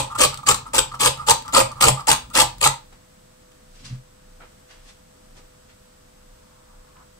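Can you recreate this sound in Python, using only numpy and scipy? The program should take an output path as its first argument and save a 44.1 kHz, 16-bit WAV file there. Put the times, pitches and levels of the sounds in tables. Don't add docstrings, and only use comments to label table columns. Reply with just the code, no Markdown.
import sys
import numpy as np
from scipy import signal
from scipy.fft import rfft, irfft, next_fast_len
from scipy.io import wavfile
from scipy.ndimage import uniform_filter1d, map_coordinates

SR = 44100
rng = np.random.default_rng(int(sys.argv[2]) if len(sys.argv) > 2 else 0)


def transcribe(u):
    v = np.clip(np.atleast_2d(u).T, -1, 1)
    q = np.round(v * 32767).astype(np.int16)
    wavfile.write(sys.argv[1], SR, q)


N = 317059
EARLY = SR // 5
TIME = np.arange(-EARLY, N) / SR

# touch t/s, rise to full pressure/s, time at full pressure/s,
# tearing level/dB, box level/dB, tilt of upper over lower box modes/dB, low box modes level/dB, table level/dB
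CUTTING_STROKES = [(-.07, 0.018, 0.042, -14.5, -17, -2.5, -17, -30.5),
                   (0.176, 0.041, 0.034, -13.5, -23.5, 5, -17.5, -37.5),
                   (0.46, 0.03, 0.024, -14, -18.5, 9.5, -21, -30.5),
                   (0.733, 0.0038, 0.052, -19.5, -21, 1.5, -24, -35),
                   (0.994, 0.02, 0.063, -14, -21, 0.5, -21.5, -39),
                   (1.265, 0.025, 0.022, -13.5, -16, -4.5, -19.5, -32.5),
                   (1.525, 0.025, 0.056, -13.5, -15, -0.5, -18.5, -30.5),
                   (1.805, 0.0049, 0.079, -13, -17, -1, -19, -26.5),
                   (2.069, 0.0036, 0.05, -14, -18, -4.5, -21, -31.5),
                   (2.336, 0.026, 0.059, -12.5, -14, -2.5, -23, -35.5),
                   (2.607, 0.024, 0.041, -14.5, -15.5, -2, -25.5, -37)]
# f/Hz, likeness (1 is identical)
LEFT_RIGHT_LIKENESS = [(60, 1), (240, 0.96), (950, 0.068), (3770, 0.095), (15000, 0.059)]

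AIR_LAG_S = .0006


def amp(db):
    return 10 ** (np.asarray(db) / 20)


def unit(x):
    return x / np.sqrt(np.mean(x ** 2) + 1e-20)


def along(points, hz):
    f, v = np.transpose(points)
    return np.interp(np.log(hz + 1), np.log(f + 1), v)


def add(track, s, shape):
    part = track[..., EARLY + round(s * SR):][..., :np.shape(shape)[-1]]
    part += shape[..., :part.shape[-1]]


def wobble(rate):
    where = (TIME - TIME[0]) * rate
    return map_coordinates(rng.standard_normal(int(where[-1]) + 4), [where])


def swell(length, early=1):
    return np.sin(np.pi * np.linspace(0, 1, round(abs(length) * SR) + 2) ** early)


def filtered(x, response):
    m = next_fast_len(x.shape[-1] + SR // 2)
    spectrum = rfft(x, m) * response(np.fft.rfftfreq(m, 1 / SR))
    return irfft(spectrum, m)[..., :x.shape[-1]]


def modes(resonances):
    def response(f):
        total = 0
        for k, (centre, width, db) in enumerate(resonances):
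            damping = 1j * f * width
            total = total + (-1) ** k * amp(db) * damping / (centre * centre - f * f + damping)
        return total
    return response


def driven(gain, response, spread_db, count):
    sizes = amp(spread_db * rng.standard_normal((count, len(TIME))))
    grit = rng.standard_normal((count, len(TIME))) * sizes
    return filtered(grit * gain, response) / np.std(filtered(grit, response))


def pair(response, alike, length=len(TIME)):
    def shaped(hz):
        turn = np.arccos(np.clip(along(alike, hz), -1, 1)) / 2
        return response(hz) * [np.cos(turn), np.sin(turn)]
    mid, side = filtered(rng.standard_normal((2, length)), shaped)
    return unit(np.array([mid + side, mid - side]))


def lagged(x, lag_s):
    return filtered(x, lambda hz: np.exp(-1j * np.pi * hz * lag_s * np.array([[1], [-1]])))


def room(x):
    # f/Hz, t60/s
    decay = [(200, 0.23), (1000, 0.24), (4000, 0.27), (12000, 0.17)]
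    hz, t, z = signal.stft(rng.standard_normal((2, 2, SR // 2)), SR, nperseg=256)
    alike = np.clip(along(LEFT_RIGHT_LIKENESS, hz), 0, 1)[:, None]
    z[:, 1] = alike * z[:, 0] + np.sqrt(1 - alike ** 2) * z[:, 1]
    fade = amp(-60 * t / along(decay, hz)[:, None])
    tails = signal.istft(z * fade, SR, nperseg=256)[1]
    tails = tails / np.linalg.norm(tails, axis=2, keepdims=True)
    turn = 2 * np.pi * 1.3 * TIME
    answer = 0
    for weight, tail in zip((np.cos(turn), np.sin(turn)), tails):
        answer = answer + signal.fftconvolve(x * weight, tail, axes=1)[:, :len(TIME)]
    return answer


def kitchen_air():
    # f/Hz, level/dB per Hz
    air_colour = [(24, -29.5), (40, -3), (218, -7), (368, -14.5), (720, -16.5), (1250, -15.5), (2210, -22),
                  (5700, -23), (7000, -24), (8000, -19.5), (9900, -29), (15400, -31.5)]
    # f/Hz, level/dB rms
    appliances = [(500.6, -60.5), (631.7, -65), (7919, -72)]
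    tones = 0
    for hz, db in appliances:
        level = np.sqrt(2) * amp(db + .6 * wobble(9.0))
        tones = tones + level * np.sin(2 * np.pi * hz * TIME + .3 * wobble(3.1))
    noise = pair(lambda hz: amp(along(air_colour, hz)), LEFT_RIGHT_LIKENESS)
    air = amp(-53.5 + 0.37 * wobble(3.8)) * noise
    return lagged(air + tones, AIR_LAG_S)


def walking():
    # t/s, length/s, nominal floor boom level/dB
    footsteps = [(2.795, 0.19, -54.5), (3.654, 0.45, -52), (4.208, 0.28, -50.5), (4.723, 0.2, -52),
                 (5.204, 0.3, -51), (6.131, 0.24, -54), (6.653, 0.21, -53)]
    # t/s, length/s, nominal level/dB, centre f/Hz, width/octaves, peak early <1 or late >1
    rustles = [(2.924, 0.025, -51, 1505, 1.5, 0.37), (3.689, 0.16, -56, 5000, 1.36, 1.33),
               (3.81, 0.19, -52.5, 3800, 1.4, 0.54), (3.845, 0.055, -49, 6040, 0.94, 0.55),
               (4.401, 0.075, -49.5, 1190, 1.2, 0.35), (4.683, 0.15, -54.5, 2830, 1.55, 0.33),
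               (4.799, 0.14, -55, 8000, 2.1, 1.15), (5.348, 0.077, -54, 3517, 4.1, 0.59),
               (5.686, 0.043, -60.5, 3000, 1.04, .5), (6.001, 1.07, -64, 1125, 0.33, 1.7),
               (6.916, 0.14, -57, 1170, 0.43, 1.1)]
    # t/s, peak level/dB, f/Hz, t60/s
    taps = [(4.408, -40, 1350, .025), (6.969, -39, 2600, .002)]
    boom = np.full(len(TIME), amp(-62.0))
    rustle = np.zeros((2, len(TIME)))
    for s, length, db in footsteps:
        add(boom, s, amp(db) * swell(length))
    for s, length, db, hz, octaves, early in rustles:
        def band(f):
            bell = np.exp(-.5 * (np.log2((f + 1) / hz) / octaves) ** 2)
            return bell / np.sqrt(f + 100) / (1 + (f / 9500) ** 8)
        shape = amp(db) * swell(length, early)
        noise = pair(band, [(300, 0.71), (1500, 0.065)], 2 * SR)
        add(rustle, s, shape * noise[:, :len(shape)])
    pitch_hz = 28 + 1.2 * wobble(7.7)
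    floor = np.sqrt(2) * amp(2.4 * wobble(22)) * np.sin(2 * np.pi * np.cumsum(pitch_hz) / SR)
    rustle = rustle * amp(2.8 * wobble(70))
    t = np.arange(SR // 5) / SR
    for s, db, hz, t60 in taps:
        add(rustle, s, amp(db - 60 * t / t60) * np.sin(2 * np.pi * hz * t))
    return lagged(boom * floor, AIR_LAG_S) + rustle + amp(-2) * room(rustle)


def table():
    # f/Hz, width/Hz, level/dB
    table_modes = [(41.4, 15, 2.5), (79.55, 31, -1), (129.5, 17, 4.5), (270, 51, -13)]
    # t/s, peak level/dB before the room
    soft_blows = [(3.91, -27.5), (3.926, -26.5)]
    shake, lean, blows = np.zeros((3, len(TIME)))
    t = np.arange(SR // 2) / SR
    top = modes(table_modes[2:])
    for touch, rise, hold, *_, db in CUTTING_STROKES:
        add(shake, touch, amp(db) * swell(1.7 * (rise + hold)))
    add(shake, 0, amp(-46.5) * np.ones(round(2.72 * SR)))
    add(lean, 3.79, amp(-45.0) * swell(0.19))
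    ring = filtered(np.gradient(t * np.exp(-t / 0.0063)), top)
    for s, db in soft_blows:
        add(blows, s, amp(db) * ring / np.abs(ring).max())
    shaken = driven(shake, modes(table_modes), spread_db=1.0, count=1)
    return shaken + driven(lean, top, spread_db=6, count=1) + blows


def patchy(x, depth_db, size, count, order):
    z = signal.stft(x, nperseg=order)[2]
    field = uniform_filter1d(rng.standard_normal(z.shape[1:]), size=count, axis=0)
    field = unit(uniform_filter1d(field, size=size, axis=1))
    gain = amp(depth_db * field - np.log(10) / 20 * depth_db ** 2)
    return signal.istft(z * gain, nperseg=order)[1][:, :len(TIME)]


def hand_pressure(moments):
    pressure_db = [-66.5, -23, 0, -0.5, -43]
    pressure = amp(np.interp(TIME, moments, pressure_db, left=-120, right=-120))
    rising = (TIME > moments[1]) & (TIME < moments[2])
    pressure[rising] = np.interp(TIME[rising], moments, amp(pressure_db))
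    return pressure


def cutting():
    # t/s, drive level/dB
    hard_bites = [(0.188, -14), (0.204, -11.5), (0.214, -5.5), (0.235, -6.5), (0.244, -11.5),
                  (0.473, -16.5), (0.486, -5), (0.512, -11), (0.544, -12), (0.753, -15), (0.763, -14.5),
                  (0.781, -4), (0.788, -4.5), (1.014, -15), (1.031, -12), (1.059, -9), (1.296, -5.5),
                  (1.307, -5), (1.548, -15.5), (1.573, -10.5), (1.59, -12), (1.609, -8.5), (1.824, -10.5),
                  (1.839, -13), (1.882, -7), (2.089, -7.5), (2.114, -6.5), (2.129, -8.5), (2.401, -6),
                  (2.64, -11.5), (2.647, -10)]
    landing, lift_s = .35, 0.03
    row_s, row_scatter_s = 0.015, 0.0032
    row_db, row_scatter_db = 1.5, 2.5
    catch_s, let_go_s = 0.00087, 0.0036
    glide_s, glide_db, glide_fade_db = 0.11, -13.5, 14.5
    sag_db_per_s = 81
    tear, box, low, glide, tilt_db, rows = np.zeros((6, len(TIME)))
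    t = np.arange(SR // 20) / SR
    catch = (1 - np.exp(-t / catch_s)) * np.exp(-t / let_go_s)
    chance = rng.standard_normal((len(CUTTING_STROKES), 12, 2))
    for stroke, draws in zip(CUTTING_STROKES, chance):
        touch, rise, hold, tear_db, box_db, upper_db, low_db, _ = stroke
        fade_in = landing * abs(rise)
        moments = touch + np.cumsum([-fade_in, fade_in, abs(rise), abs(hold), lift_s])
        pressure = hand_pressure(moments)
        tear += amp(tear_db) * pressure
        box += amp(box_db) * pressure
        low += amp(low_db) * pressure
        since = TIME - moments[3]
        sliding = (since > 0) & (TIME < moments[3] + glide_s)
        glide += amp(box_db + glide_db - glide_fade_db * np.clip(since / glide_s, 0, 1)) * sliding
        now = TIME > moments[0]
        tilt_db[now] = upper_db - sag_db_per_s * np.clip(TIME[now] - moments[2:4].mean(), -.1, .1)
        for k, (late, size) in enumerate(draws):
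            s = touch + (k + 1) * row_s + row_scatter_s * late
            force = np.interp(s, TIME, pressure) ** 2
            add(rows, s, amp(tear_db + row_db + row_scatter_db * size) * force * catch)
    for s, db in hard_bites:
        add(rows, s, amp(db) * catch)
    return tear, box, low, glide, tilt_db, rows


def brushing():
    # t/s, length/s, box drive level/dB
    brushes = [(0.098, 0.044, -33), (0.148, 0.021, -23.5), (0.322, 0.029, -32.5), (0.379, 0.027, -36.5),
               (0.429, 0.011, -31), (0.655, 0.04, -34.5), (0.915, 0.019, -31), (0.938, 0.025, -27.5),
               (1.169, 0.079, -33.5), (1.447, 0.024, -33), (1.475, 0.028, -32.5), (1.707, 0.037, -38),
               (1.75, 0.065, -37.5), (1.965, 0.036, -33.5), (1.994, 0.023, -25), (2.239, 0.022, -47),
               (2.3, 0.022, -40)]
    brush, scrape = np.zeros((2, len(TIME)))
    for s, length, db in brushes:
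        add(brush, s, amp(db) * np.sqrt(np.abs(swell(length, 0.62))))
        add(scrape, s, amp(db - 13.0) * swell(length))
    brush += amp(-54 + 4.5 * wobble(25)) * (TIME < 2.2)
    return brush, scrape


def grater():
    # t/s, peak drive level/dB
    snaps = [(0.151, -29.5), (0.343, -20.5), (0.3746, -25.5), (1.1745, -30.5), (1.4225, -28), (1.48, -26.5),
             (1.717, -30), (2.3014, -34.5), (2.5829, -31.5), (2.927, -44), (3.518, -45.5)]
    # f/Hz, level/dB per Hz
    tear_colour = [(880, -31), (1500, -7), (1990, -8), (2670, -3), (3400, -4), (4200, -5), (4850, -3.5),
                   (5390, -8), (6870, -6.5), (7800, -1), (9770, -10.5), (15400, -18)]
    # f/Hz, width/Hz, level/dB
    box_modes = [(758, 80, -2.5), (887, 88, 2.5), (1035, 54, -2), (1204, 51, 4.5), (1363, 45, -4),
                 (1870, 47, -13)]
    # f/Hz, width/Hz, level/dB
    low_box_modes = [(285.4, 81, -4.5), (347.4, 49, -2.5), (433, 25, 1), (523.2, 21, 9), (618, 42, 3.5)]
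    tooth_db = 4
    tear, box, low, glide, tilt_db, rows = cutting()
    brush, scrape = brushing()
    tear = tear * amp(tooth_db * wobble(260) - 2.5) + scrape + rows
    box = box * amp(tooth_db * wobble(100) - 0.5) + amp(-4.5) * rows
    low = low * amp(3.1 * wobble(90))
    t = np.arange(SR // 20) / SR
    for s, db in snaps:
        add(tear, s, amp(db) * np.exp(-t / 0.0019))
    fibres = driven(tear, lambda hz: amp(along(tear_colour, hz)), spread_db=6.0, count=3)
    shell = driven(box * amp(-tilt_db / 2 - 3.5), modes(box_modes[:3]), spread_db=4.0, count=3)
    shell -= driven(box * amp(tilt_db / 2 - 4.5), modes(box_modes[3:]), spread_db=4.0, count=3)
    shell += driven(low, modes(low_box_modes), spread_db=5, count=3)
    hum = driven(brush * amp(2.1 * wobble(120)), modes(box_modes[3:-1]), spread_db=3.5, count=3)
    hum += driven(brush * amp(-7.5) + glide, modes(box_modes[1:3]), spread_db=2, count=3)
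    straight = np.arange(len(TIME))
    bent = straight + .001 * SR * wobble(12)
    shell = np.array([np.interp(bent, straight, stream) for stream in shell])
    hum = np.array([np.interp(bent, straight, stream) for stream in hum])
    fibres = patchy(fibres, 3.6, size=3, count=5, order=256)
    shell = patchy(shell, 3, size=4, count=2, order=512)
    return fibres + shell + hum


def heard(streams):
    # f/Hz, radians by which left leads
    left_lead = [(0, 0), (340, -0.1), (450, -1.0), (860, -4.7), (1380, -5.5), (2500, -4.0), (3360, -2.3),
                 (3880, -2.5), (5170, -0.5), (8180, 3.0), (9300, 5.9), (10200, 5.7), (12100, 2.4),
                 (14000, 2.5), (15200, 10.0)]
    # f/Hz, left over right level/dB
    left_lean = [(60, 0.0), (110, 0.5), (200, -0.5), (380, -1.0), (700, -4.5), (1290, -0.5), (2380, -1.0),
                 (4400, -2.5), (8120, 10.0), (11500, 1.5)]
    # f/Hz, share of power
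    common = [(250, .97), (600, .9), (1200, .97), (2500, .62), (8000, .45), (15000, .55)]
    side = np.array([[.5], [-.5]])

    def shared(hz):
        return np.sqrt(along(common, hz)) * np.exp(1j * side * along(left_lead, hz))

    direct = filtered(streams[0], shared)
    direct = direct + filtered(streams[1:], lambda hz: np.sqrt(1 - along(common, hz)))
    return filtered(direct + amp(-5.5) * room(direct), lambda hz: amp(side * along(left_lean, hz)))


def scene():
    wood = lagged(table(), .0003)
    wood = wood + amp(-4.0) * room(wood)
    mix = kitchen_air() + walking() + wood + amp(-3.0) * heard(grater())
    return mix[:, EARLY:]


def record(dry):
    clipped = dry / (1 + np.abs(dry / 1.05) ** 8) ** (1 / 8)
    return filtered(clipped, lambda hz: hz < 15620)


dry = scene()
out = record(dry)
transcribe(out)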